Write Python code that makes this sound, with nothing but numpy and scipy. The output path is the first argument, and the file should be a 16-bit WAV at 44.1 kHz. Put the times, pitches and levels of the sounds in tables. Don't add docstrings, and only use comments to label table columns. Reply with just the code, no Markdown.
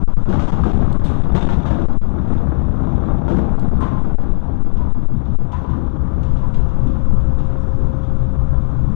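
import sys
import numpy as np
from scipy import signal
from scipy.fft import rfft, irfft, next_fast_len
from scipy.io import wavfile
from scipy.ndimage import uniform_filter1d

SR = 44100
rng = np.random.default_rng(int(sys.argv[2]) if len(sys.argv) > 2 else 0)


def master_out(mix):
    frames = np.transpose(np.atleast_2d(mix))
    ceiling = np.clip(frames, -1, 1)
    pcm = np.round(ceiling * 32767).astype(np.int16)
    wavfile.write(sys.argv[1], SR, pcm)


N = 394694
T = np.arange(N) / SR

# f/Hz, half-width/Hz, level/dB
FRAME_MODES = [(64.2, 13, 3), (127.8, 12, -0.5)]
# f/Hz, level/dB, t60/s
FITTING_MODES = [(2820, -2, 0.93), (3450, -4, 0.2), (3640, 4, 0.21), (3780, -1.5, 0.55)]
# f/Hz, level/dB
SNAP_SPECTRUM = [(300, -21), (1300, 8.5), (2200, 8), (3400, 11.5), (4500, -1), (6500, -2), (9500, -16.5)]
# t/s, thud/dB, most excited f/Hz, snap/dB, rattle/dB
FURNITURE_HITS = [(0.286, -18, 328, -42.5, -45), (.328, -25.5, 1040, -43, -50),
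                  (0.395, -26.5, 1210, -38.5, -53), (0.478, -26, 960, -40.5, -50),
                  (0.636, -24.5, 1380, -47, -41), (.66, -19, 600, -46, -54), (0.791, -25.5, 617, -51, -56),
                  (1.039, -28.5, 706, -44, -41.5), (1.35, -17.5, 886, -40.5, -32),
                  (1.424, -23, 586, -45, -44), (1.489, -22, 990, -45.5, -42.5),
                  (1.655, -25.5, 1010, -42.5, -45.5), (1.705, -20, 690, -48, -47.5),
                  (1.79, -18.5, 397, -58, -58), (2.3, -23.5, 352, -62, -63.5),
                  (2.872, -25.5, 710, -58, -53), (3.281, -21, 790, -44, -53), (3.306, -16.5, 504, -54, -57),
                  (3.386, -18.5, 563, -53.5, -54), (3.815, -37, 980, -46.5, -46.5),
                  (4.049, -30.5, 700, -60, -61.5), (5.734, -31.5, 1260, -60.5, -65)]


def amp(db):
    return 10 ** (np.asarray(db) / 20)


def falloff(t, t60_s):
    return amp(-60 * t / t60_s)


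def unit(x):
    return x / np.sqrt(np.mean(x ** 2) + 1e-20)


def level(rows, column=1):
    rows = np.array(rows)
    return amp(np.interp(T, rows[:, 0], rows[:, column]))


def read(points, hz):
    f, value = np.transpose(points)
    return np.interp(np.log(hz + 1), np.log(f + 1), value)


def colour(x, spectrum):
    gain = amp(read(spectrum, np.fft.rfftfreq(len(x), 1 / SR)))
    return unit(irfft(rfft(x) * gain, len(x)))


def noise(spectrum, size=N):
    return colour(rng.standard_normal(next_fast_len(size)), spectrum)[:size]


def resonance(hz, half_width_hz, size=N):
    padded = next_fast_len(size)
    offset = (np.fft.rfftfreq(padded, 1 / SR) - hz) / half_width_hz
    return unit(irfft(rfft(rng.standard_normal(padded)) / (1 + offset ** 2), padded)[:size])


def add(mix, s, sound):
    part = mix[max(round(s * SR), 0):][:len(sound)]
    part += sound[:len(part)]


def ring(modes, detune):
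    t, out = np.arange(SR // 2) / SR, 0
    for hz, db, t60_s in modes:
        tuned_hz = hz * (1 + detune * rng.uniform(-1.03, 1))
        out += rng.choice([-1, 1]) * amp(db) * falloff(t, t60_s) * np.sin(2 * np.pi * tuned_hz * t)
    return out / np.sqrt(np.mean(out[:SR // 50] ** 2))


def impacts(spectrum, per_s, spread_db, t60_s, objects):
    t, out = np.arange(SR // 8) / SR, np.zeros(next_fast_len(N))
    for _ in range(objects):
        force = amp(spread_db * np.minimum(rng.exponential(1, N), 3))
        blows = force * (rng.random(N) < per_s / objects / SR)
        body = rng.standard_normal(len(t)) * falloff(t, t60_s)
        out[:N] += signal.oaconvolve(blows, body)[:N]
    return colour(out, spectrum)[:N]


def hall(x, wet_db):
    reverb_times = [(1000, 0.92), (4000, 0.89), (9000, 1)]  # f/Hz, t60/s
    hz, t, bands = signal.stft(rng.standard_normal(SR), SR, nperseg=256)
    tail = signal.istft(bands * falloff(t, read(reverb_times, hz)[:, None]), SR, nperseg=256)[1]
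    wet = signal.oaconvolve(x, tail / np.linalg.norm(tail))[:N]
    return (x + amp(wet_db) * wet) / np.hypot(1, amp(wet_db))


def shaken(db, exponent):
    force = [(0, -1), (.15, -9.5), (.33, 1), (.85, 3), (1.05, -0.5), (1.36, 2), (1.6, -1), (1.8, 1.5),
             (2.02, -3.5), (2.3, 0.5), (2.55, -0.5), (3.33, 2), (3.58, -0.5), (3.9, 0), (4.25, -3.5),
             (5.45, -6), (5.8, -5.5), (8.95, -7)]
    return amp(db) * level(force) ** exponent


def hydraulics(whine_hz=529.4):
    pump_load = [(0, -48.5, -34, -28.5), (5.3, -48.5, -25, -36.5), (6.3, -41, -18.5, -31.5),
                 (7.9, -37, -20.5, -30), (8.3, -37.5, -16, -32), (8.95, -44, -17.5, -29.5)]
    hiss_spectrum = [(100, 14.5), (320, 6.5), (450, -6), (750, -9), (1000, 3), (1400, -5), (1900, -22.5),
                     (2900, -28), (3550, -26), (4400, -37.5), (6400, -35.5), (9500, -51)]
    cycles = np.cumsum(whine_hz * (1 + 0.0027 * resonance(0, 5.25))) / SR
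    whine = np.sqrt(2) * np.sin(2 * np.pi * cycles) * amp(1.6 * resonance(0, 17))
    throb = unit(sum(amp(db) * resonance(hz, half_width_hz) for hz, half_width_hz, db in FRAME_MODES))
    hiss = noise(hiss_spectrum)
    return whine * level(pump_load, 1) + throb * level(pump_load, 2) + hiss * level(pump_load, 3)


def joint_cracks():
    cracks = [(3.801, -60, 0.78), (4.213, -56, 0.53), (4.768, -55, 0.64), (5.252, -55.5, 0.85),
              (5.52, -48, 1), (5.695, -53.5, 0.45), (6.2297, -49.5, 1), (6.367, -51.5, 0.51),
              (6.542, -47, 0.6), (6.686, -56, 0.61), (6.868, -51.5, 0.91), (7.206, -58, 0.3),
              (7.387, -51, 0.89), (8.031, -55, 0.44)]
    t, out = np.arange(SR // 2) / SR, np.zeros(N)
    attack = 1 - np.exp(-t / 0.00065)
    for start_s, db, t60_s in cracks:
        snap = noise(SNAP_SPECTRUM, len(t)) * (falloff(t, .05) + amp(-4) * falloff(t, t60_s))
        jangle = amp(-10) * ring(FITTING_MODES, detune=0.065)
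        add(out, start_s, amp(db) * (snap + jangle) * attack)
    return out


def metal_clinks(db_per_octave=23.5, blur_hz=45):
    clinks = [(0.927, -47, -38.5, 0.032, 9200), (1.042, -56, -41.5, 0.35, 7610),
              (3.595, -56, -44.5, 0.048, 8620), (3.805, -60, -49.5, 0.19, 8150),
              (7.595, -66.5, -64, 0.7, 5585)]
    metal_modes = [(5585, 0.5), (6780, -2), (7610, 5), (8150, 4.5), (8620, -7), (9400, -9)]  # f/Hz, level/dB
    chatter_spectrum = [(1500, -16.5), (3700, 8.5), (5000, -2.5), (9500, -6.0)]  # f/Hz, level/dB
    t, out = np.arange(SR // 2) / SR, np.zeros(N)
    for start_s, ring_db, chatter_db, t60_s, pitch_hz in clinks:
        struck = [(hz, db - db_per_octave * abs(np.log2(hz / pitch_hz))) for hz, db in metal_modes]
        tones = unit(sum(amp(db) * resonance(hz, blur_hz, len(t)) for hz, db in struck))
        chatter = noise(chatter_spectrum, len(t)) * falloff(t, .6)
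        add(out, start_s, (amp(ring_db) * tones + amp(chatter_db) * chatter) * falloff(t, t60_s))
    return hall(out, wet_db=-5.5)


def leg_squeaks(scrape_db=-10.5, fade_db=7.5):
    squeaks = [(1.1, 0.061, 1093, -33), (3.805, 0.088, 1050, -24.5), (4.783, 0.13, 950, -37),
               (5.529, 0.064, 1042, -28.5), (5.639, 0.13, 1017, -36), (6.04, 0.19, 1166, -42.5),
               (6.431, 0.061, 960, -34)]
    out, jitter = np.zeros(N), resonance(0, 240)
    for start_s, length_s, hz, db in squeaks:
        slip = jitter[(T > start_s) & (T < start_s + length_s)]
        size = len(slip)
        tone = np.sin(2 * np.pi * np.cumsum(hz * (1 + .072 * slip)) / SR)
        scrape = amp(scrape_db) * resonance(hz, hz / 2, size)
        fade = amp(-fade_db * np.linspace(0, 1, size))
        add(out, start_s, amp(db) * unit((tone + scrape) * fade) * signal.windows.tukey(size, .05))
    return hall(out, wet_db=-1.0)


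def panel_booms(rise_s=0.016):
    booms = [(3.29, -24, 434, 0.74), (5.73, -23.5, 273, 2.1), (6.83, -22, 246, 1.3),
             (7.769, -24, 297, 1.12), (8.8, -20, 183, 2.5)]
    t, out = np.arange(SR) / SR, np.zeros(N)
    for start_s, db, hz, t60_s in booms:
        envelope = np.minimum(t / rise_s, 1) * falloff(t, t60_s)
        add(out, start_s, amp(db) * resonance(hz, 0.25 * hz, len(t)) * envelope)
    return out


def frame_thumps(rise_s=0.016, t60_s=.5):
    thumps = [(5.389, -19), (5.70, -17.5), (6.439, -18), (6.817, -14), (7.15, -14.5), (7.27, -12.5),
              (7.82, -15.5), (8.33, -16.5)]
    modes = [(hz, db, t60_s) for hz, _, db in FRAME_MODES]
    t, out = np.arange(SR // 2) / SR, np.zeros(N)
    for start_s, db in thumps:
        add(out, start_s, amp(db) * ring(modes, detune=.1) * np.minimum(t / rise_s, 1))
    return out


def fitting_rattle(rise_s=0.0033, settle_t60_s=0.98):
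    spectrum = [(400, -18), (1300, 16), (2000, 4.5), (2900, 1), (3650, 7), (4400, -15), (6500, -10.5),
                (9500, -29.5)]
    power = shaken(-54.5, exponent=0.88) ** 2
    for start_s, *_, db in FURNITURE_HITS:
        age_s = np.maximum(T - start_s, 0)
        power += (amp(db) * np.minimum(age_s / rise_s, 1) * falloff(age_s, settle_t60_s)) ** 2
    ticks = impacts(spectrum, per_s=160, spread_db=2.0, t60_s=0.032, objects=8)
    return unit(hall(ticks, wet_db=-5.0)) * np.sqrt(power)


def board_clatter():
    spectrum = [(90, -13.5), (190, -1.5), (260, 5), (350, 2), (480, -4.5), (700, -6.5), (1000, -11.5),
                (1400, -17), (2000, -32), (9000, -75.5)]
    knocks = impacts(spectrum, per_s=200, spread_db=3.0, t60_s=0.054, objects=12)
    return unit(hall(knocks, wet_db=-4.5)) * shaken(-25.5, exponent=1.18)


def furniture_bangs(contacts=3, bounce_s=0.024, bounce_db=-6, db_per_octave=9):
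    wood_modes = [(69, 17, 0.38), (191.1, 14, 0.43), (347.8, 6.5, 0.15), (494.7, -2.5, 0.19),
                  (666.7, -4.5, 0.16), (943, -0.5, 0.086), (1290, 3, 0.034), (1603, -11.5, 0.14)]
    t, out = np.arange(SR // 2) / SR, np.zeros(N)
    snap_envelope = (1 - np.exp(-t / 0.0033)) * falloff(t, 0.36)
    for start_s, thud_db, pitch_hz, snap_db, rattle_db in FURNITURE_HITS:
        struck = [(hz, db - db_per_octave * abs(np.log2(hz / pitch_hz)), t60_s)
                  for hz, db, t60_s in wood_modes]
        for k in range(contacts):
            snap = amp(snap_db) * noise(SNAP_SPECTRUM, len(t)) * snap_envelope
            thud = amp(thud_db) * ring(struck, detune=.12)
            jangle = amp(rattle_db - 13) * ring(FITTING_MODES, detune=.015)
            contact_s = start_s + k * bounce_s * rng.uniform(.75, 1.1)
            add(out, contact_s, amp(k * bounce_db) * (thud + snap + jangle))
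    return hall(out, wet_db=-5.5)


def frame_rumble(rock_hz=6.67, swell_db=2.5):
    spectrum = [(14, -19.5), (26, 3.5), (42, -6.5), (64, 1.5), (95, -7), (130, -6), (195, -7.5), (270, -16),
                (1500, -89)]
    return noise(spectrum) * shaken(-16, exponent=1) * amp(swell_db * resonance(rock_hz, 1.8))


def air_pressure(trough=0.37, crest=0.29):
    lurches = [(0.059, 16.5), (0.153, 6.5), (0.248, -5), (0.459, -6), (0.514, -5.5), (0.789, -7.5),
               (0.869, -7.5), (0.986, -7), (1.23, -9), (1.477, -8.5), (1.876, 0), (1.995, 10.5),
               (2.344, -8), (3.566, -6.5), (3.698, -5.5), (4.033, -10.5), (4.167, 6), (4.333, -8),
               (4.638, -3.5), (4.751, -9), (4.936, 0), (5.075, -4.5), (5.374, 5)]
    sway = resonance(11.0, 6.8) * level([(5.9, -30), (6.3, -12), (8.95, -17)])
    dips, crests = np.zeros(N), np.zeros(N)
    for centre_s, db in lurches:
        gap_s = abs(T - centre_s)
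        jolt = amp(db) * np.exp(-(gap_s / .012) ** 2)
        dips += trough * np.exp(-(gap_s / .032) ** 2) + jolt
        crests = np.maximum(crests, np.exp(-((gap_s - .068) / .022) ** 2))
    return sway - dips + crest * crests


def scene():
    house = frame_rumble() + board_clatter() + fitting_rattle()
    blows = furniture_bangs() + panel_booms() + frame_thumps()
    background = hydraulics() + joint_cracks() + metal_clinks() + leg_squeaks()
    return np.array([house + blows + background + air_pressure(), np.zeros(N)])


def record(dry, knee=0.0025, coupling_hz=9, cutoff_hz=9850):
    din = signal.lfilter(*signal.butter(2, 180, "high", fs=SR), dry[0])
    din_rms = np.sqrt(abs(uniform_filter1d(din ** 2, SR // 3)))
    lower_rail = -np.maximum(0.86 - 2.95 * din_rms, .25)
    upper_rail = np.maximum(0.883 - 4.0 * din_rms, .3)
    left = knee * np.logaddexp(dry[0] / knee, lower_rail / knee)
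    left = -knee * np.logaddexp(-left / knee, -upper_rail / knee)
    left = signal.lfilter(*signal.butter(1, coupling_hz, "high", fs=SR), left)
    left *= signal.windows.tukey(N, .001)
    dead_right = amp(-90) * rng.standard_normal(N)
    lowpass = signal.firwin(511, cutoff_hz, window=("kaiser", 9), fs=SR)
    return signal.oaconvolve(np.array([left, dead_right]), lowpass[None], "same")


dry = scene()
out = record(dry)
master_out(out)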